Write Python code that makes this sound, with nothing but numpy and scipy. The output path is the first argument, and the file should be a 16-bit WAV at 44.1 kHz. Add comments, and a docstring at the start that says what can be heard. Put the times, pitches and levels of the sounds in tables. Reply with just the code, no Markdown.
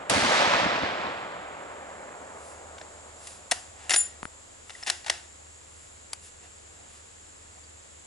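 """A meadow edged by brush and tree lines, heard through a microphone pair.
Insects shrill over faint air and a low hum, all as shaped noise or sines, while an earlier shot still dies away.
One rifle shot: a noise crack, then a long roll of grainy echoes, duller the farther they travel.
The shooter works the bolt: bursts of steel-coloured noise clack, and decaying sines ring on.
The spent brass case rings in swelling sines and thuds on the ground; the bolt closes, a last catch clicks."""
import sys
import numpy as np
from scipy import signal
from scipy.fft import rfft, irfft, next_fast_len
from scipy.io import wavfile
from scipy.ndimage import uniform_filter1d

SR = 44100
rng = np.random.default_rng(int(sys.argv[2]) if len(sys.argv) > 2 else 0)


def generate_wav(signal):
    """Clip the signal to [-1, 1] and save it as 16-bit WAV at the path in sys.argv[1]."""
    frames = np.transpose(np.atleast_2d(signal))
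    scaled = np.clip(frames, -1, 1) * 32767
    pcm = np.round(scaled).astype(np.int16)
    wavfile.write(sys.argv[1], SR, pcm)


N = 355446
TIME = np.arange(N) / SR
LEFT_SEED = np.array([[1], [0]])  # puts a sound in the first signal only, so both ports get the same wave

# Broad, well damped resonances of stock and action: (frequency [Hz], width [Hz], level [dB])
STEEL = [(733, 91, 8), (843, 140, 1.5), (1770, 420, 1.5), (1950, 390, 2), (2780, 210, 4.5),
         (3470, 440, 0.5), (4000, 220, -3.5), (5040, 900, 0), (7100, 1000, -1.5), (9580, 2500, -2.5)]
# The rifle as the microphone pair hears it: (frequency [Hz], likeness of the ports [0-1])
RIFLE = [(80, 0.26), (300, 1), (650, 0.86), (2000, 0.96), (10000, 0.83)]
# Phase by which the left port leads for the rifle: (frequency [Hz], lead [rad])
RIFLE_LEAD = [(170, 0.97), (500, 0.79), (1200, 1.43), (2000, 1.13), (3300, 0.38), (10000, 0.32)]
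# Left port over right for the rifle: (frequency [Hz], level difference [dB])
RIFLE_PAN = [(300, 0.63), (1200, 3), (2300, 6.2), (4000, 1.8), (10000, 1)]


def amp(db):
    """Decibels to gain."""
    return 10 ** (np.asarray(db) / 20)


def unit(x):
    """Scales to rms 1."""
    return x / np.sqrt(np.mean(x ** 2) + 1e-20)


def read(points, hz):
    """Reads a (frequency, value) table on a log-frequency axis."""
    f, value = np.transpose(points)
    return np.interp(np.log(hz + 1), np.log(np.abs(f) + 1), value)


def add(mix, s, sound):
    """Mixes a sound in at time s."""
    part = mix[:, max(round(s * SR), 0):][:, :sound.shape[-1]]
    part += sound[..., :part.shape[1]]


def colour(x, spectrum):
    """Filters by a spectrum in dB."""
    size = x.shape[-1]
    padded = next_fast_len(size + 2048)
    gain = amp(read(spectrum, np.fft.rfftfreq(padded, 1 / SR)))
    return irfft(rfft(x, padded) * gain, padded)[..., :size]


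def ports(x, same, lead=((1, 0),), pan=((1, 0),)):
    """Mixes two signals into the two microphone ports with a likeness, a phase lead and a pan."""
    size = next_fast_len(x.shape[1] + 2048)
    a, b = rfft(x, size)
    hz = np.fft.rfftfreq(size, 1 / SR)
    likeness = np.clip(read(same, hz), -1, 1)
    side = amp(read(pan, hz) / 2)
    right = likeness * a + np.sqrt(1 - likeness ** 2) * b
    right = right * np.exp(-1j * read(lead, hz))
    return irfft(np.array([a * side, right / side]), size)[:, :x.shape[1]]


def noise(size=N):
    """Two unrelated white noises."""
    return rng.standard_normal((2, size))


def bell(s, half):
    """A smooth swell around time s, down to 1/e at a distance of half."""
    return np.exp(-((TIME - s) / half) ** 2)


def meadow(air_db=-51.5, insect_trim_db=-1, waver_hz=2.05):
    """Air, insects and a wavering hum; the recorder's gain is low at first and lifts them from 1.2 to 3 s."""
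    # Spectrum of the air, before it is set to rms 1: (frequency [Hz], level per Hz [dB])
    air_spectrum = [(15, -33), (25, -9), (55, -12.5), (81, 0.5), (101, -13), (149, -14), (422, -10.5),
                    (468, -8), (531, -8.5), (5970, -21.5), (6610, -19), (7320, -10.5), (8750, -22),
                    (11000, -24.5), (14300, -63), (22000, -120)]
    # Spectrum of the insects, before it is set to rms 1: (frequency [Hz], level per Hz [dB])
    insect_spectrum = [(5800, -44.5), (6400, -10), (6700, 0), (7050, -2.5), (7400, 2.5), (7900, -5),
                       (8300, -14), (9000, -40)]
    # Insects as the recorder's gain lets them through, before the trim: (time [s], level [dB])
    insect_levels = [(1.2, -60.5), (2, -56.5), (3, -54), (4.5, -54.5), (8, -54.5)]
    # Tones of the hum, before the shared gain: (frequency [Hz], rms level [dB])
    hum_tones = [(75.6, -61), (96.9, -69)]
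    # The meadow at the microphone pair: (frequency [Hz], likeness of the ports [0-1])
    likeness = [(90, 0.85), (170, 0.47), (300, 0.11), (700, 0.84), (3500, 0.074), (7300, 0.56),
                (10000, 0.56)]
    # Phase by which the left port leads: (frequency [Hz], lead [rad])
    left_lead = [(170, 0.42), (430, 2.75), (1700, 2.14), (2600, 2.4), (5000, 0.64), (10000, 0.33)]

    s, db = np.transpose(insect_levels)
    middle_db = np.median(db)
    gain_db = np.interp(TIME, s, db) - middle_db
    air = unit(colour(noise(), air_spectrum)) * amp(air_db + gain_db)
    insects = unit(colour(noise(), insect_spectrum)) * amp(middle_db + insect_trim_db + gain_db)
    drift = np.interp(TIME, np.linspace(0, TIME[-1], num=60), rng.standard_normal(size=60))
    hum = np.zeros(N)
    for hz, level in hum_tones:
        phase = 2 * np.pi * np.cumsum(hz + waver_hz * drift) / SR
        hum += amp(level) * np.sqrt(2) * np.sin(phase)
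    return ports(air + insects, likeness, left_lead) + hum * amp(gain_db)


def echoes(age, tilt_db, air_db=8, air_power=1.77, air_hz=4000, grain_db=1.7, tilt_hz=900):
    """Countless small echoes; the air takes more treble (air_db per s at air_hz) the longer they travel."""
    # Spectrum of the roar, before it is set to rms 1: (frequency [Hz], level per Hz [dB])
    roar = [(88, -37), (150, -14), (343, -7.5), (567, 1), (905, 0), (1210, -1.5), (1580, -4), (2300, -6.5),
            (2910, -10), (3300, -10), (5170, -14), (7820, -18.5), (11000, -24), (14300, -61), (22000, -120)]

    grain = unit(uniform_filter1d(rng.standard_normal(N), size=49))
    grains = noise() * amp(grain_db * grain)
    hz, t, z = signal.stft(unit(colour(grains, roar)), SR, nperseg=512)
    hz = hz[:, None]
    air_loss = air_db * np.interp(t, TIME, age) * (hz / air_hz) ** air_power
    octaves = np.clip(np.log2((hz + 1) / tilt_hz), -1, 2)
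    z *= amp(tilt_db * octaves - air_loss)
    return signal.istft(z, SR, nperseg=512)[1][:, :N]


def boom(age, level_db=-41, hold_s=.45, fall_db_per_s=17, lump_db=3.5, lump_s=.025):
    """The bass of the blast rumbles on unevenly, and banks return single thumps."""
    # Spectrum of the bass, before it is set to rms 1: (frequency [Hz], level per Hz [dB])
    bass = [(21, -52.5), (35, -17), (53, -15.5), (86, -4), (156, -3), (291, 0.5), (350, -5.5), (460, -34),
            (770, -120)]
    # Dull thumps returned by banks: (time [s], level [dB], half length of the power swell [s])
    banks = [(0.123, -32, .012), (0.168, -29.5, 0.013), (.26, -34.5, 0.013), (0.663, -31.5, 0.0094),
             (0.837, -30, 0.0065)]

    lumps = unit(uniform_filter1d(rng.standard_normal(N), round(lump_s * SR)))
    fall_db = fall_db_per_s * np.maximum(age - hold_s, 0)
    rumble = amp(level_db - fall_db + lump_db * lumps)
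    thump_power = sum(amp(db) ** 2 * bell(s, half) for s, db, half in banks)
    return unit(colour(noise(), bass)) * np.sqrt(rumble ** 2 + thump_power)


def shot(crack_db=-19, crack_fade=0.0083, roar_db=2):
    """A crack, then the roll from brush and tree lines over a low boom."""
    # Spectrum of the crack, before it is set to rms 1: (frequency [Hz], level per Hz [dB])
    crack_spectrum = [(59, -37), (100, 0), (1040, -10.5), (2890, 2.5), (4540, -1.5), (5980, -1.5),
                      (7140, 3), (8190, -2), (11000, 0), (14300, -36), (22000, -120)]
    # Single echoes from tree trunks and banks: (time [s], peak level [dB], pulse length [s])
    slaps = [(0.2, -17, 0.00016), (0.414, -24, 0.000078), (.583, -27, .00015), (0.6, -26, .00015),
             (0.825, -29, 0.0017)]
    # Stands of trees that throw back a surge: (time [s], rise [dB], half length [s])
    surges = [(0.4, 3, 0.12), (0.57, 2, 0.06), (0.758, 2.5, 0.015), (0.86, 2, 0.033), (1.063, 3, 0.048),
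              (2.245, 2.2, 0.52)]
    # The open field at the microphone pair: (frequency [Hz], likeness of the ports [0-1])
    likeness = [(80, 0.9), (700, 1), (1500, 0.9), (3000, 0.3), (10000, .5)]
    # Phase by which the left port leads: (frequency [Hz], lead [rad])
    left_lead = [(80, 0.18), (200, 0.79), (500, 1.07), (1000, 1.55), (2300, 1.2), (4000, 0.66), (10000, .5)]
    # Left port over right: (frequency [Hz], level difference [dB])
    pan = [(60, 0.0), (220, -0.3), (830, -0.29), (3080, -1.5), (11400, -0.63)]

    shot_s, earlier_shot_s = .0968, -1.44  # the earlier shot is still dying away
    fired = TIME >= shot_s
    age = TIME - np.where(fired, shot_s, earlier_shot_s)
    # nearby brush holds for 0.55 s, then falls 23 dB per s; the far tree lines lose only 6 dB per s
    brush = echoes(age, tilt_db=2.3, air_db=9) * amp(-26.5 - 23 * np.maximum(age - .55, 0))
    far = echoes(age, tilt_db=-1.14, air_db=7.5) * amp(-32.5 - 6 * age)
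    surge_db = sum(db * bell(s, half) for s, db, half in surges)
    roll = (brush + far) * amp(roar_db + surge_db) + boom(age)
    for s, db, length in slaps:
        u = TIME[:800] / length
        add(roll, s, amp(db) * (1 - u) * np.exp(-u) * LEFT_SEED)
    crack_decay = fired * np.exp(-(age / crack_fade) ** 2)
    crack = unit(colour(noise(), crack_spectrum)) * amp(crack_db) * crack_decay
    return ports(roll + crack, likeness, left_lead, pan)


def resonances(modes, stiff_hz=450):
    """Spectrum of a small body: its resonance peaks, and little radiation in the bass."""
    hz = np.geomspace(40, SR / 2, num=400)
    power = sum(amp(db) ** 2 / (1 + (2 * (hz - f) / width) ** 2) for f, width, db in modes)
    return np.transpose([hz, 10 * np.log10(power / (1 + (stiff_hz / hz) ** 2))])


def scrape(size, bright_hz, tilt_db=7.0, centre_hz=4000):
    """Rubbing on the rifle; a bright_hz above centre_hz tilts its spectrum up, one below tilts it down."""
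    hz, db = np.transpose(resonances(STEEL))
    db = db + tilt_db * np.log2(bright_hz / centre_hz) * np.log2(hz / centre_hz)
    return unit(colour(noise(size), np.transpose([hz, db])))


def handling():
    """Soft swells of rubbing as the shooter shifts the rifle."""
    # Sleeves and hands rubbing: (time [s], level [dB], half length [s], brightness [Hz])
    rustles = [(2.477, -53.5, 0.1, 7000), (3.292, -47.5, 0.089, 5960), (3.844, -50, 0.075, 2880),
               (4.798, -52, 0.12, 4600), (5.834, -59, 0.13, 6000), (6.257, -49.5, 0.037, 6500),
               (6.448, -53.5, 0.024, 2800), (6.823, -58, 0.087, 1980), (6.948, -56, 0.074, 5000),
               (7.568, -58, 0.027, 2160)]

    out = np.zeros((2, N))
    t = TIME[:SR // 2] - 1 / 4
    for s, db, length, bright_hz in rustles:
        add(out, s + t[0], amp(db) * scrape(len(t), bright_hz) * np.exp(-(t / length) ** 2))
    return ports(out, RIFLE, RIFLE_LEAD)


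def rattles(count=5, fade_s=0.008, spread_db=2.5, jitter_s=0.00054):
    """Each slide of the bolt along its track is a quick, uneven run of small clacks."""
    # Slides of the bolt: (time [s], length [s], level [dB], hardness [dB])
    slides = [(3.899, .06, -32, 3), (4.863, .035, -31, 0)]

    run = []
    for s, length, db, hard in slides:
        for k, (late, strong) in enumerate(rng.standard_normal((count, 2))):
            at = s + length * k / count + jitter_s * late
            run.append((at, fade_s, db + spread_db * strong, hard))
    return run


def action(level_db=0.5, rise=.0005, ring_db=-27, scatter_db=-20, scatter_t60=0.42):
    """Each clack is a few milliseconds of chatter; the steel rings on and the brush scatters it back."""
    # Steel on steel: (time [s], fade [s], level before trims [dB], hardness: more zing, less knock [dB]).
    # The hand finds the bolt (2.8-3.3 s), lifts it (3.51), draws it back (3.90); it hits the stop and
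    # ejects the case (3.94), is pushed home (4.70-4.90) and locked down (5.05-5.10).
    clacks = [(2.782, 0.0066, -44, -10), (2.813, 0.0065, -43, -12), (3.271, 0.0079, -42, 9),
              (3.5123, 0.0071, -21.5, 6.5), (3.5171, 0.0083, -23.5, 5.5), (3.5198, 0.0076, -26.5, -11.5),
              (3.8951, 0.004, -23, 2), (3.9065, 0.0071, -21, 1), (3.9159, 0.0063, -23, -1),
              (3.9361, 0.0026, -20.5, 4.5), (3.9407, 0.0061, -18.5, -0.5), (3.9608, .006, -22, 3),
              (4.696, 0.0036, -39, -3), (4.703, 0.0072, -40.5, -3), (4.827, 0.011, -40, -4),
              (4.8998, 0.0058, -18.5, 2), (5.045, .0062, -43, -4), (5.0625, 0.014, -35, -2),
              (5.081, 0.01, -35.5, -3), (5.098, 0.0062, -17, -0.5)]
    # Ring of receiver and barrel: (frequency [Hz], level before ring_db [dB], t60 [s])
    receiver = [(356, -7, 0.31), (662, 2, 0.12), (805, -5, 0.17), (1530, -6, 0.39), (1900, -11, 0.81),
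                (2094, -11, 0.28), (2700, 2, 0.17), (3770, -5, 0.3), (4630, -11, .3), (5276, -14, 0.27),
                (5560, -3, 0.22)]
    # Bolt and sling hardware stick and squeak: (time [s], level [dB], pitch [Hz], half length [s])
    squeaks = [(3.907, -16, 7200, .002), (3.939, -15, 5600, 0.001), (4.754, -37.5, 1940, .0026),
               (4.836, -26, 5280, 0.0013), (5.07, -30.5, 810, 0.002), (7.642, -52, 4670, 0.0057)]

    direct, tail = np.zeros((2, N)), np.zeros((2, N))
    t = TIME[:SR // 2]
    steel = colour(noise(), resonances(STEEL))
    layers = []
    for band in [(100, 1300), (1300, 6000), (6000, 12000)]:  # knock, clack, zing (Hz)
        sos = signal.butter(N=4, Wn=band, btype="band", fs=SR, output="sos")
        layers.append(unit(signal.sosfilt(sos, steel)))
    knock_clack_zing = np.array(layers)
    for s, fade, db, hard in clacks + rattles():
        start = rng.integers(N - len(t))
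        chatter = knock_clack_zing[..., start:start + len(t)]
        strength = amp(db + np.array([-8 - hard, 0, -6 + hard]))[:, None, None]
        burst = chatter * (1 - np.exp(-t / rise)) * np.exp(-(t / fade) ** 2)
        # the fade sets the energy of each blow
        burst *= np.sqrt(fade * SR / np.sum(burst ** 2, -1, keepdims=True) / 2)
        ring = np.zeros(len(t))
        for hz, mode_db, t60 in receiver:
            ring += amp(mode_db - 60 * t / t60) * np.sin(2 * np.pi * (hz * t + rng.random()))
        add(direct, s - rise, amp(level_db) * (strength * burst).sum(0))
        add(direct, s, amp(db + ring_db) * ring * LEFT_SEED)
        add(tail, s, (strength * chatter).sum(0) * amp(scatter_db - 60 * t / scatter_t60))
    t = TIME[:SR // 20] - 1 / 40
    for s, db, hz, length in squeaks:
        squeak = np.sin(2 * np.pi * hz * t) * np.exp(-(t / length) ** 2)
        add(direct, s + t[0], amp(db) * squeak * LEFT_SEED)
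    scattered = ports(tail, [(300, 0.19), (8000, 0.65)], RIFLE_LEAD)  # (Hz, likeness)
    return ports(direct, RIFLE, RIFLE_LEAD, RIFLE_PAN) + scattered


def case(tumble=0.53, pan_db=1.5, soil_hz=210, soil_db=-7, thud_fade=0.00076, soil_fade=0.0016):
    """The spinning case rings in swells, then lands twice on the soil."""
    # The empty case: (frequency [Hz], level [dB], undamped t60 [s], swell rate as it tumbles [Hz])
    brass = [(7118, -3, .25, 20), (9430, 0, .2, 40), (9915, -10, .14, 40)]
    # Knocks that set the case ringing: (time [s], level [dB], time until it is damped [s])
    case_hits = [(3.895, -23, 0.018), (3.925, -18, 0.07), (3.962, -9, 0.21), (4.228, -40, 0.062)]
    # The case lands and bounces: (time [s], level before the ground's filter [dB], pitch [Hz])
    landings = [(4.2305, -17.5, 1080), (4.2542, -18, 1380)]

    rings, thuds = np.zeros((2, N)), np.zeros((2, N))
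    t = TIME[:SR // 2]
    ring = np.zeros(len(t))
    for hz, mode_db, t60, spin in brass:
        swell = 1 + tumble * np.cos(2 * np.pi * spin * t)
        ring += amp(mode_db - 60 * t / t60) * np.sin(2 * np.pi * hz * t) * swell
    clear = 1 - 0.82 * np.exp(-t / 0.022)  # the ring opens up as the case leaves the rifle
    for s, db, free in case_hits:
        damping = np.exp(-(t / free) ** 2)
        add(rings, s, amp(db) * ring * clear * damping * amp([[pan_db], [-pan_db]]))
    for s, db, hz in landings:
        tap = np.cos(2 * np.pi * hz * t) * np.exp(-t / thud_fade)
        push = amp(soil_db) * np.sin(2 * np.pi * soil_hz * t) * np.exp(-t / soil_fade)
        add(thuds, s, amp(db) * (push - tap) * LEFT_SEED)
    dull = colour(thuds, [(2000, -1), (6000, -7), (10000, -14)])  # (Hz, dB)
    return rings + ports(dull, RIFLE, RIFLE_LEAD, RIFLE_PAN)


def catch(fade=0.002, rise=.0013, scatter_db=-27, scatter_t60=0.15):
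    """One light, bright snap of a small lever, with a faint scattered tail."""
    # Modes of the small catch that snaps last: (frequency [Hz], width [Hz], level [dB])
    lever = [(805, 200, 0.5), (1400, 210, 1.5), (2290, 250, -2), (2880, 260, -3), (4760, 330, 2),
             (6100, 500, -5), (7750, 600, -2), (8850, 550, -6), (10400, 600, -2.5)]

    catch_s, catch_db = 6.1329, -21.5
    out = np.zeros((2, N))
    t = TIME[:SR // 2]
    snap = (1 - np.exp(-t / rise)) * np.exp(-t / fade) * 2
    scatter = amp(scatter_db - 60 * t / scatter_t60)
    texture = unit(colour(noise(len(t)), resonances(lever)))
    add(out, catch_s - rise, amp(catch_db) * (snap + scatter) * texture)
    return ports(out, RIFLE, RIFLE_LEAD, RIFLE_PAN)


def scene():
    """The meadow, the shot across it and the work on the rifle."""
    return meadow() + shot() + handling() + action() + case() + catch()


def record(dry, edge_hz=11130):
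    """The recorder's band limit: a steep low-pass."""
    lowpass = signal.firwin(601, edge_hz, window=("kaiser", 8), fs=SR)
    return signal.oaconvolve(dry, lowpass[None], "same")


dry = scene()
out = record(dry)
generate_wav(out)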